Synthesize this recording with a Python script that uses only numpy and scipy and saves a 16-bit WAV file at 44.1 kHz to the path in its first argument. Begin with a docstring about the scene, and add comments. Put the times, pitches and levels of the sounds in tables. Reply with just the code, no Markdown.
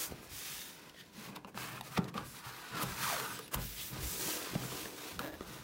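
"""Hands rub and pry at the front lip of a cardboard box on a wooden table, amid panel knocks and edge ticks.
From 1.9 s the side flaps scrape, two of them sliding with shifting resonances; near 3.3 s the lid swings open
and the echoes of the skin hiss lengthen. The folded-back lid creaks once near 5.2 s, over a quiet room and air.
Friction is snaps in noise, shaped by spectra and resonances; knocks and ticks are decaying sines and noise bursts.
One close microphone, the same in both channels."""
import sys
import numpy as np
from scipy import signal
from scipy.fft import rfft, irfft, next_fast_len
from scipy.io import wavfile
from scipy.ndimage import uniform_filter1d

SR = 44100
rng = np.random.default_rng(int(sys.argv[2]) if len(sys.argv) > 2 else 0)


def master(y):
    """Save y as 16-bit WAV."""
    cut = np.clip(np.atleast_2d(y).T, -1, 1)
    pcm = np.round(cut * 32767)  # scale
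    wavfile.write(sys.argv[1], SR, pcm.astype(np.int16))


N = 248283
TIME = np.arange(N) / SR


def amp(db):
    """Decibels to gain."""
    return 10 ** (np.asarray(db) / 20)


def evened(x):
    """Scales to rms 1."""
    return x / np.sqrt(np.mean(x ** 2) + 1e-20)


def read(points, hz):
    """Interpolates a table of (Hz, value) on a log-frequency axis."""
    f, value = np.transpose(points)
    return np.interp(np.log(hz + 1), np.log(f + 1), value)


def curves(rows):
    """The columns of a time table at every sample."""
    s, *columns = np.transpose(rows)
    return [np.interp(TIME, s, column) for column in columns]


def during(rows):
    """1 between the first and last row of a table, with soft ends."""
    inside = (TIME > rows[0][0]) & (TIME < rows[-1][0])
    return uniform_filter1d(1. * inside, size=200)


def add(mix, s, sound):
    """Mixes a sound in at time s."""
    part = mix[max(round(s * SR), 0):][:len(sound)]
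    part += sound[:len(part)]


def colour(x, points):
    """Gives x a spectrum, at rms 1."""
    size = next_fast_len(N)
    gain = amp(read(points, np.fft.rfftfreq(size, 1 / SR)))
    return evened(irfft(rfft(x, size) * gain, size)[:N])


def wander(hz):
    """Smooth chance with hz new values a second, at rms 1."""
    return evened(np.interp(TIME * hz, np.arange(24000), rng.standard_normal(24000)))


def resonate(x, hz, width_hz):
    """A resonance of gain 1 that can follow a curve: shift to 0 Hz, low-pass, shift back."""
    turn = np.exp(2j * np.pi * np.cumsum(hz * np.ones(len(x))) / SR)
    r = np.exp(-np.pi * width_hz / SR)
    return 2 * (turn * signal.lfilter([1 - r], [1, -r], x / turn + 1e-18)).real


def ring(x, modes, tuning):
    """Passes x through resonances whose pitches all move by one tuning factor, at rms 1."""
    return evened(sum(amp(db) * resonate(x, hz * tuning, width_hz) for hz, width_hz, db in modes))


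def gliding_band(hz, width_hz):
    """Friction noise through a steep resonance that follows a curve, at rms 1."""
    once = resonate(rng.standard_normal(N), hz, width_hz)
    return evened(resonate(once, hz, width_hz))


def friction(per_s, spread_db, share):
    """Fibres catching and letting go: snaps of uneven size, holding a share of the power, in a dense fizz."""
    size = amp(spread_db * np.minimum(rng.exponential(1, N), 4))
    snaps = size * rng.choice([-1, 1], N) * (rng.random(N) < per_s / SR)
    return np.sqrt(share) * evened(snaps) + np.sqrt(1 - share) * rng.standard_normal(N)


RISE_POWER, FALL_POWER = 0.88, 2.4  # a movement starts briskly and trails off


def swell(s, rise, fall):
    """One movement: speed arches up from rest to 1 at time s and eases back to rest."""
    u = np.clip((TIME - s) / np.where(TIME < s, rise, fall), -1, 1)
    out, moving = np.zeros(N), abs(u) < 1
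    power = np.where(u[moving] < 0, RISE_POWER, FALL_POWER)
    out[moving] = np.cos(np.pi / 2 * u[moving]) ** power
    return out


def movements(rows, rest_db):
    """One gain curve per level column; overlapping movements add in power over a steady rest level."""
    speeds = np.array([swell(*row[:3]) for row in rows])
    levels = amp([row[3:] for row in rows])
    return np.sqrt(levels.T ** 2 @ speeds ** 2 + amp(rest_db)[:, None] ** 2)


# Strokes of a hand or flap over the board. Each row: fastest at in seconds, rise in seconds, fall in seconds,
# then levels before trim: skin hiss in dB, skin rasp in dB, board scrape in dB, upper panel modes in dB.
STROKE_ROWS = [(.01, 0.042, 0.12, -36.5, -46.5, -47.5, -53), (.115, 0.036, 0.039, -58, -59, -56, -56),
               (.17, 0.58, 0.29, -65, -59, -56, -60), (.245, .035, 0.056, -57, -65, -69, -69),
               (.38, 0.097, 0.14, -46.5, -50.5, -58, -70), (.51, 0.14, 0.38, -45, -48, -55.5, -62.5),
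               (.86, 0.21, 0.12, -67, -60.5, -57, -65.5), (1.0, 0.1, 0.29, -74, -63.5, -69, -80),
               (1.24, 0.13, 0.13, -57.5, -53, -56.5, -60), (1.365, 0.21, 0.062, -71, -69, -56, -56.5),
               (1.48, 0.013, 0.047, -63, -75, -56.5, -55), (1.625, 0.085, 0.18, -49.5, -50.5, -45.5, -53.5),
               (1.76, 0.062, 0.081, -55, -57, -47, -58), (1.87, 0.05, 0.055, -54.5, -54.5, -53, -59),
               (1.96, 0.075, 0.051, -52, -54.5, -49.5, -66), (2.03, 0.09, 0.13, -76, -68, -52, -51),
               (2.088, 0.012, 0.021, -67, -53, -53, -54), (2.17, 0.038, 0.17, -69, -55.5, -48.5, -50),
               (2.27, 0.036, 0.19, -53, -57.5, -63, -72), (2.37, 0.045, 0.082, -54, -55, -53, -63),
               (2.47, 0.041, 0.086, -55, -52.5, -47.5, -68), (2.72, 0.42, 0.06, -64, -53.5, -50.5, -64.5),
               (2.815, 0.1, 0.067, -67, -45.5, -41, -44), (2.92, 0.17, 0.1, -48, -48.5, -47, -52),
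               (3.11, 0.18, 0.16, -40, -41.5, -39.5, -52.5), (3.23, 0.12, 0.25, -47, -47, -44, -56.5),
               (3.35, 0.057, 0.23, -59, -51.5, -59, -55), (3.543, 0.033, 0.037, -45, -53.5, -44, -45),
               (3.58, 0.017, 0.08, -63, -65, -48, -47), (3.64, 0.081, 0.24, -49, -49.5, -75, -62),
               (3.82, 0.098, 0.17, -44.5, -48.5, -64, -62), (3.97, 0.076, 0.22, -56, -49.5, -52, -50.5),
               (4.11, 0.13, 0.098, -40, -49.5, -56, -61), (4.28, 0.19, 0.24, -37.5, -44.5, -53.5, -46.5),
               (4.5, 0.34, 0.2, -50, -48, -51, -51.5), (4.65, 0.084, 0.23, -47, -49, -54.5, -48),
               (4.79, 0.1, 0.25, -46.5, -47.5, -53.5, -49), (5.07, 0.18, 0.18, -51, -49.5, -53.5, -51),
               (5.22, 0.04, 0.14, -56, -55, -52, -46.5), (5.41, 0.16, 0.098, -64, -59.5, -60, -56.5),
               (5.53, 0.12, 0.22, -55.5, -54, -53.5, -54.5)]
RESTING_DB = (-87, -80, -68, -68)  # resting fingers never lie quite still; same four levels


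def stroke_gains():
    """Sliding speed of hands and flaps sets the gains of hiss, rasp, scrape and upper panels."""
    return movements(STROKE_ROWS, RESTING_DB)


# The lid swings open.
SWING_S = (3.27, 0.17, 0.187)  # fastest at, rise, fall
SWING_OCTAVES_PER_S = 1.3
NEAR_ECHO_S = (.0003, .0016)  # shortest and longest delay before swing and drift


def reflected(x, strength, swing_strength, travel):
    """Table, walls and lid return short echoes that drift with the hand and lengthen as the lid swings."""
    s, rise, fall = SWING_S
    opening = SWING_OCTAVES_PER_S * np.clip(TIME - s, -rise, fall)
    delays = np.geomspace(*NEAR_ECHO_S, num=6)
    echoes = np.zeros(N)
    for k, delay in enumerate(delays):
        moving_delay = delay * 2 ** (opening + travel * wander(hz=2))
        echoes += (-1) ** k * np.interp(TIME - moving_delay, TIME, x)
    echo = strength + swing_strength * swell(*SWING_S)
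    mixed = (x + echo * echoes / np.sqrt(len(delays))) / np.sqrt(1 + echo ** 2)
    return np.std(x) * evened(mixed)


def bounce(x, delay_s, travel, strength):
    """The table reflects the sound; the delay drifts as the contact point moves."""
    delay = delay_s * np.exp(travel * wander(hz=2.5))
    return evened(x + strength * np.interp(TIME - delay, TIME, x))


# Spectra of skin hiss, skin rasp and board edge. Each row: frequency in Hz, relative density in dB per Hz.
HISS_SPECTRUM = [(1500, -21), (3500, -11), (6000, 1.5), (8000, 0.5), (11500, -1), (14500, 0.5),
                 (16000, 2.5)]
RASP_SPECTRUM = [(900, -12), (1700, 1), (2600, 1.5), (3800, 2), (5000, 0), (7000, -5.5), (11000, -9.5)]
SCRAPE_SPECTRUM = [(250, -36), (500, -13.5), (750, 0), (1000, 0), (1300, 3), (1800, 0), (2500, -9),
                   (4500, -41.5)]
# Resonances of the pried front lip and of the scraped flap, before bending drift.
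# Each row: frequency in Hz, width in Hz, level in dB.
LIP_MODES = [(637, 49, -3), (833, 110, -1), (970, 100, 5.5), (1237, 44, 3.5), (2160, 91, -1),
             (2500, 230, 2.5), (2950, 140, -6)]
FLAP_MODES = [(996, 26, -10.5), (1203, 185, -10.5), (1485, 57, -12.5), (1930, 290, -25), (2450, 210, -22)]
LIP_UNTIL_S = 1.9  # then the side flaps scrape
BOARD_DRIFT, BOARD_DRIFT_HZ = .018, 9  # rms drift of log pitch


def rubbing(hiss_gain, rasp_gain, scrape_gain):
    """Skin and board edges slide; one uneven grip shakes all of the friction together."""
    grip_db = wander(hz=170.2) + 0.86 * wander(hz=43.37)
    fibres = friction(per_s=5800, spread_db=5.5, share=0.086)
    hiss = colour(fibres, HISS_SPECTRUM) * hiss_gain * amp(.5 * grip_db)
    ridges = friction(per_s=1400, spread_db=2, share=0.4) * amp(1.2 * wander(hz=110))
    rasp = colour(ridges, RASP_SPECTRUM) * rasp_gain * amp(.5 * grip_db)
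    skin = reflected(hiss + rasp, strength=.17, swing_strength=.25, travel=.3)

    catches = friction(per_s=1100, spread_db=1.5, share=0.89) * amp(0.04 * grip_db)
    edge_friction = friction(per_s=600, spread_db=3.5, share=0.31) * amp(.5 * grip_db)
    edge = colour(edge_friction, SCRAPE_SPECTRUM)
    edge = amp(-5.0) * bounce(edge, delay_s=0.002205, travel=0.248, strength=1.0)

    prying = uniform_filter1d(1. * (TIME < LIP_UNTIL_S), size=2000)
    bending = np.exp(BOARD_DRIFT * wander(hz=BOARD_DRIFT_HZ))
    lip = prying * amp(-5.5) * ring(catches, LIP_MODES, bending)
    flap = (1 - prying) * amp(-3.5) * ring(catches, FLAP_MODES, bending)
    return skin + (edge + lip + flap) * scrape_gain


# Bands of friction noise, steady or gliding. Each row: loudest at in seconds, rise in seconds, fall in seconds,
# level in dB, centre at the loudest point in Hz, glide in octaves per second, width in Hz.
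FRICTION_BAND_ROWS = [(.5, .25, .35, -60, 2580, 0.23, 300), (.58, .3, 0.3, -58, 3570, .4, 500),
                      (1.0, .06, 0.079, -61, 1870, -0.48, 300), (2.28, .05, .25, -60, 10700, -0.6, 2800),
                      (2.6, 0.12, 0.3, -67, 10300, 0, 1000), (2.56, .12, 0.14, -63, 13400, 0, 2500),
                      (3.18, .05, .05, -56, 11200, -1, 450), (3.24, .05, .06, -59, 8600, -1, 500),
                      (3.23, .04, .1, -57, 12800, -1, 600), (3.29, 0.037, .07, -54, 11100, -1, 500),
                      (3.34, 0.022, .06, -54, 8050, -1, 600), (3.335, .02, .05, -55, 14500, -1, 700),
                      (3.44, 0.035, 0.063, -60.5, 3840, -2.2, 700),
                      (3.45, .04, 0.043, -59, 10100, -1.2, 1500),
                      (3.63, 0.042, 0.37, -46, 14400, 1.6, 5500), (3.81, 0.045, 0.052, -47, 3300, 2, 1600),
                      (3.87, 0.12, 0.13, -49, 14500, .05, 5000)]


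def friction_bands():
    """Noise bands: resonances within the skin strokes, thin high swishes, falling streaks as the lid swings."""
    out = np.zeros(N)
    for s, rise, fall, db, hz, glide, width_hz in FRICTION_BAND_ROWS:
        centre_hz = hz * 2 ** (glide * np.clip(TIME - s, -rise, fall))
        out += amp(db) * swell(s, rise, fall) * gliding_band(centre_hz, width_hz)
    return out


# The first flap rubs in its slot, then leaves it; the second drags along the box wall.
# Each row: time in seconds, level in dB, resonance in Hz.
FIRST_FLAP_SLIDE = [(2.73, -54, 1400), (2.81, -42, 1280), (2.86, -76, 1230), (3.0, -76, 1490),
                    (3.045, -42.5, 1330), (3.08, -38, 1100), (3.11, -42, 880), (3.135, -39.5, 690),
                    (3.15, -52, 600), (3.168, -48, 530), (3.19, -51, 480), (3.22, -49, 453),
                    (3.27, -55, 410)]
SECOND_FLAP_SLIDE = [(3.02, -47, 1560), (3.1, -61, 1510), (3.2, -51, 1440), (3.27, -49.5, 1390),
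                     (3.33, -57, 1560), (3.39, -60, 1500)]
SLIDE_WIDTH_HZ, SLIDE_OVERTONE_DB = 130, -14


def sliding_flap(slide):
    """Friction noise excites a flap's resonance and its octave, which shift with its free length."""
    db, hz = curves(slide)
    octave = gliding_band(2 * hz, SLIDE_WIDTH_HZ)
    band = gliding_band(hz, SLIDE_WIDTH_HZ) + amp(SLIDE_OVERTONE_DB) * octave
    return band * amp(db) * during(slide)


# Cut edges catching on each other. Each row: hardest at in seconds, rise in seconds, fall in seconds, level in dB.
CRACKLE_ROWS = [(1.27, 0.084, .06, -57), (1.66, .1, 0.17, -50), (2.175, 0.042, .1, -59),
                (3.57, 0.066, .09, -56), (4.72, 0.15, 0.25, -59)]
# Their spectrum. Each row: frequency in Hz, relative density in dB per Hz.
CRACKLE_SPECTRUM = [(500, -39), (1100, 4), (2000, -0.5), (3100, -1), (4500, -17), (8000, -14)]


def crackling():
    """Cut edges snag fibre by fibre: sparse, dry snaps."""
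    snaps = colour(friction(per_s=420, spread_db=2.5, share=1), CRACKLE_SPECTRUM)
    return snaps * sum(amp(db) * swell(s, rise, fall) for s, rise, fall, db in CRACKLE_ROWS)


# The fold creaking; its main resonance jumps as the fold gives.
# Each row: time in seconds, level before trim in dB, mean slips per second, main resonance in Hz.
CREAK_ROWS = [(5.195, -44, 119, 478), (5.222, -45, 119, 474), (5.236, -42, 143, 572), (5.26, -41, 143, 572),
              (5.3, -47, 143, 572), (5.32, -56, 140, 565), (5.342, -43, 140, 560), (5.365, -60, 138, 555)]
# Other resonances of the fold. Each row: frequency before tuning in Hz, width in Hz, level in dB.
FOLD_MODES = [(310, 44, 7), (765, 44, -17), (1416, 41, -6), (1680, 58, 3), (2720, 88, -12), (3800, 67, -11),
              (14400, 900, -14)]
CREAK_JITTER, CREAK_WIDTH_HZ = .11, 42  # rms of log slip rate; width of main resonance


def creak():
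    """Uneven slips in the fold ring the lid with a hollow note."""
    db, slips_per_s, hz = curves(CREAK_ROWS)
    uneven_rate = slips_per_s * np.exp(CREAK_JITTER * wander(hz=144.2))
    count = np.floor(np.cumsum(uneven_rate) / SR)
    slips = np.diff(count, prepend=0) * amp(2.5 * wander(hz=200))
    drive = evened(slips) + .3 * rng.standard_normal(N)
    note = evened(resonate(drive, hz, CREAK_WIDTH_HZ))
    return amp(-5.5) * (note + ring(drive, FOLD_MODES, 0.99)) * amp(db) * during(CREAK_ROWS)


# Ticks of nails and edges. Each row: snap at in seconds, level in dB, centre in Hz, treble in dB,
# drag before the snap in seconds, ring in Hz, ring in dB, echo delay off the nearest panel in seconds.
TICK_ROWS = [(.897, -52.5, 4000, -7, .004, 1700, -7, 0.00069),
             (.945, -53, 2300, -20, .0005, 604, 9, 0.00053),
             (1.012, -51.5, 2970, -7, 0.039, 1800, -4, 0.00062),
             (1.289, -53.5, 1500, -15, .002, 920, 13.5, 0.00088),
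             (1.363, -43, 3500, -5.5, 0.005, 1080, 4, 0.00078),
             (1.37, -50.5, 2200, -14, .001, 970, 15, 0.0009),
             (1.4471, -48.5, 2170, -27, 0.00023, 1000, 14, 0.00074),
             (1.545, -48.5, 1400, -13, 0.00047, 1190, -6, 0.00056),
             (1.5757, -34, 1250, -26, 0.0004, 980, 5, 0.00076),
             (1.779, -47, 1880, -12, .0008, 1210, 8, 0.00078),
             (1.8104, -40.5, 3280, -2, 0.00037, 870, 8.5, 0.0011),
             (1.974, -37.5, 2300, -19, 0.009, 1320, 12, .0016),
             (1.978, -32.5, 2850, -11, 0.0026, 880, 10, 0.0015),
             (2.043, -46, 4100, -6, 0.001, 1260, -7, 0.00048),
             (2.142, -48, 2000, -2, 0.00023, 1180, 10, .00084),
             (2.179, -40.5, 2920, -20, 0.0043, 1180, 14, 0.00075),
             (2.833, -44.5, 3500, 9.5, 0.018, 970, 7, 0.00071),
             (3.076, -51, 3000, -6, .003, 1220, 7, 0.0011),
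             (3.166, -45, 1300, -15, .0027, 1280, 16, 0.00078),
             (3.2, -38.5, 3200, 0, 0.0021, 1250, 2, 0.00093),
             (3.391, -49.5, 1200, 8.5, 0.00077, 1230, 11, 0.00082),
             (3.48, -52.5, 3300, 5, .001, 2600, 2, 0.00034),
             (3.544, -35.5, 2130, 9, 0.0036, 1110, 10, 0.0019),
             (3.572, -45, 1800, -12, .0003, 1250, 6, 0.00057),
             (4.5531, -43.5, 2200, -17, 0.0012, 620, 17, 0.0014),
             (4.636, -51.5, 1300, -20, .0018, 1320, 16, 0.0006),
             (4.719, -51, 1300, -20, .002, 1200, 12, 0.00072),
             (4.857, -42.5, 1700, -10, 0.0016, 426, 3, 0.00061),
             (5.1926, -35.5, 3200, -1, 0.00015, 1350, 9, 0.00073),
             (5.408, -46, 2100, -22, .00036, 1260, 10.5, 0.00067)]
TICK_DECAY_S, DRAG_SHARE = 0.0027, 0.15  # a longer drag also dies away more slowly
CRACK_DB = 7  # the clean click at the instant of release
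TICK_ECHO = 0.36
BOARD_CUT_HZ, FIZZ_HZ = 5500, 7200  # the board passes little above its cut; the fibres fizz higher up


def ticks():
    """An edge drags and snaps free: burst, click and short ring of the stiff board, echoed by a panel."""
    out, t = np.zeros(N), np.arange(-SR // 12, SR // 12) / SR
    after = np.maximum(t, 0)
    board = signal.butter(2, BOARD_CUT_HZ, fs=SR)
    top = signal.butter(2, FIZZ_HZ, "high", fs=SR)
    release = np.diff(1. * (t > 0), prepend=0)
    for s, db, hz, treble_db, drag, ring_hz, ring_db, echo_s in TICK_ROWS:
        band = signal.butter(1, [hz * .6, hz * 1.4], "band", fs=SR)
        fibres, fizz = rng.standard_normal((2, len(t)))
        body = evened(signal.lfilter(*board, signal.lfilter(*band, fibres)))
        fizz = evened(signal.lfilter(*top, fizz))
        shape = np.exp(-np.maximum(-t / drag, t / (TICK_DECAY_S + DRAG_SHARE * drag)))
        burst = shape * (body + amp(treble_db) * fizz)
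        # first two bending modes of a strip, damped within a few cycles
        turn = 2 * np.pi * ring_hz * after
        snap = (np.sin(turn) + .25 * np.sin(2.76 * turn)) * np.exp(-after / .0019)
        crack = amp(CRACK_DB) * signal.lfilter(*band, release) * np.sqrt(SR / hz)
        tick = amp(db) * (burst + crack + amp(ring_db) * snap)
        echo = TICK_ECHO * np.interp(t - echo_s, t, tick)
        add(out, s + t[0], (tick + echo) / np.hypot(1, TICK_ECHO))
    return out


# Soft knocks of the panels. Each row: start in seconds, level in dB, thump in Hz,
# decay time constant in seconds, ring of the box relative to level in dB.
KNOCK_ROWS = [(0.108, -39, 118, 0.007, -23), (0.1218, -17, 302, 0.00088, -44),
              (0.136, -42.5, 131, 0.012, -27), (.2, -44, 202, .01, -20), (.33, -46.5, 106, 0.023, -17),
              (1.179, -43.5, 215, 0.026, -21), (1.29, -43, 199, 0.022, -29),
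              (1.361, -44.5, 294, 0.012, -12), (1.447, -49, 248, 0.0062, -1.5),
              (1.545, -45.5, 219, 0.022, -6), (1.905, -43, 153, 0.011, -22),
              (1.981, -24.5, 417, 0.0041, -12), (1.989, -19, 179, 0.0093, -22.5),
              (2.15, -39.5, 227, 0.012, -0.5), (2.179, -34.5, 188, 0.011, -6.5),
              (2.463, -42, 121, 0.03, -26), (2.831, -41, 131.5, 0.072, 1), (3.394, -38.5, 447, 0.0094, -30),
              (3.555, -34, 51.3, 0.07, -20), (3.574, -40, 100, 0.013, -14), (3.586, -40, 143, 0.014, -9),
              (4.031, -30, 57.7, 0.016, -33), (4.534, -29, 327, 0.0032, -27),
              (4.5581, -21, 187, 0.0075, -23), (4.568, -44.5, 127, 0.13, -12),
              (4.636, -40, 302, 0.0092, -16), (4.857, -35.5, 452, 0.0043, -14),
              (5.197, -35.5, 243, 0.0046, -12), (5.4092, -21.5, 383, 0.0013, -29)]
# Modes of the hollow box. Each row: frequency in Hz, level in dB, t60 in seconds.
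BOX_MODES = [(123, -15, 0.34), (187.2, 10.5, 0.095), (234, -8.5, 0.15), (303, -17, 0.053),
             (395.9, -9.5, 0.57), (472, 0, 0.053), (561.5, 6, 0.073), (716, -4, 0.073), (814, -4.5, 0.22),
             (899, -17.5, 0.23), (1177, 5.5, 0.059), (1360, -7, 0.095)]


def knocks():
    """A panel springs back with a short thump, and the hollow box rings on."""
    out, t = np.zeros(N), np.arange(SR // 2) / SR
    box = np.zeros(len(t))
    for k, (hz, db, t60) in enumerate(BOX_MODES):
        # neighbouring modes swing in opposite directions
        box += (-1) ** k * amp(db - 60 * t / t60) * np.sin(2 * np.pi * hz * t)
    box = box * (1 - np.exp(-t / 0.0081))
    for s, db, hz, decay, ring_db in KNOCK_ROWS:
        thump = np.sin(2 * np.pi * hz * t) * np.exp(-t / decay) * (1 - np.exp(-t / 0.00082))
        add(out, s, amp(db) * (thump + amp(ring_db) * box))
    return out


# Pushes that flex the panels and shift the box on the table. 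Each row: hardest at in seconds, rise in seconds,
# fall in seconds, drumming before trim in dB, rumble before trim in dB.
PUSH_ROWS = [(.13, 0.074, 0.17, -49, -59), (.32, 0.05, 0.12, -58, -54), (.55, 0.1, 0.17, -58, -63),
             (1.27, 0.13, 0.2, -53, -74), (1.67, 0.17, 0.42, -49, -67), (2.03, 0.083, 0.17, -40.5, -66),
             (2.21, 0.044, 0.2, -45.5, -55), (2.47, 0.013, 0.22, -60, -69), (2.765, 0.064, 0.15, -42, -61),
             (2.87, 0.033, 0.17, -45, -46.5), (3.05, 0.086, 0.13, -48, -57), (3.25, 0.53, 0.37, -53, -59),
             (3.59, 0.068, 0.18, -41, -45), (3.82, 0.077, 0.14, -60, -55), (3.96, 0.06, 0.1, -43, -45),
             (4.04, 0.08, 0.12, -52, -37.5), (4.22, 0.24, 0.18, -48, -64), (4.4, 0.053, 0.092, -60, -65),
             (4.57, 0.07, 0.11, -43, -50), (4.67, 0.067, 0.19, -49, -53), (4.85, 0.09, 0.058, -51, -55),
             (5.16, 0.048, 0.22, -45.5, -49), (5.41, 0.15, 0.2, -66, -54), (5.58, 0.17, 0.24, -50.5, -63)]
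LEANING_DB = (-65.5, -71)  # steady weight of the hands, before trim: drumming, rumble
# Spectra of the panels and of the box on the table. Each row: frequency in Hz, relative density in dB per Hz.
LOW_PANEL_SPECTRUM = [(50, -27), (80, -19), (105, -8), (123, 5.5), (143, -4), (165, -2.5), (184, 0.5),
                      (212, -4.5), (245, -8.5), (330, -33), (600, -56)]
HIGH_PANEL_SPECTRUM = [(170, -15), (260, -6), (305, 5), (355, -4.5), (410, -1), (520, -4), (680, -9),
                       (1000, -10.5), (2000, -40)]
RUMBLE_SPECTRUM = [(18, -50), (30, -22), (42, -2), (52, 2), (64, -5), (82, -3), (120, -9), (250, -40)]


def panels(upper_gain):
    """Slipping fingers drum the broad panels, and the box rumbles on the table."""
    drum_gain, rumble_gain = movements(PUSH_ROWS, LEANING_DB)
    low = colour(friction(per_s=150, spread_db=3.0, share=0.77), LOW_PANEL_SPECTRUM) * drum_gain
    high = colour(friction(per_s=350, spread_db=3.5, share=0.57), HIGH_PANEL_SPECTRUM) * upper_gain
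    rumble = colour(rng.standard_normal(N), RUMBLE_SPECTRUM) * rumble_gain
    return amp(-4.0) * low + amp(-1.0) * high + amp(-4.0) * rumble


# Decay of the room. Each row: frequency in Hz, t60 in seconds.
ROOM_DECAY = [(100, 0.38), (500, 0.39), (2000, 0.15), (6000, 0.066), (16000, 0.074)]


def room(x):
    """A small room's tail: sparse reflections, the treble dying sooner than the bass."""
    size = SR // 2
    hits = rng.random(size) < 3000 / SR
    taps = rng.standard_normal(size) * hits * (TIME[:size] > .004)
    hz, t, z = signal.stft(taps, SR, nperseg=256)
    decay = amp(-60 * t / read(ROOM_DECAY, hz)[:, None])
    tail = signal.istft(z * decay, SR, nperseg=256)[1]
    return signal.fftconvolve(x, tail / np.linalg.norm(tail))[:N]


# Spectrum of the still air. Each row: frequency in Hz, relative density in dB per Hz.
AIR_SPECTRUM = [(20, -25), (60, -14), (150, 3), (400, -2), (1000, -21), (4000, -23.5), (16000, -33)]


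def still_air():
    """Faint steady noise of the still air."""
    return amp(-62.5) * colour(rng.standard_normal(N), AIR_SPECTRUM)


def scene():
    """The box close by, its room, and faint still-air noise."""
    hiss, rasp, scrape, upper = stroke_gains()
    sliding = rubbing(hiss, rasp, scrape) + friction_bands() + crackling() + panels(upper)
    sliding += sliding_flap(FIRST_FLAP_SLIDE) + sliding_flap(SECOND_FLAP_SLIDE) + creak()
    hits = ticks() + knocks()
    reverb = room(amp(-16.0) * sliding + amp(-15.0) * hits)
    mono = sliding + hits + reverb + still_air()
    return np.array([mono, mono])


MIC_LOW_HZ, EDGE_HZ = 36, 15850


def record(dry):
    """The microphone's low cut and the recorder's band limit."""
    low_cut = signal.butter(2, MIC_LOW_HZ, "high", fs=SR, output="sos")
    band_limit = signal.firwin(511, EDGE_HZ, window=("kaiser", 9), fs=SR)
    return signal.oaconvolve(signal.sosfilt(low_cut, dry), band_limit[None], "same")


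dry = scene()
out = record(dry)
master(out)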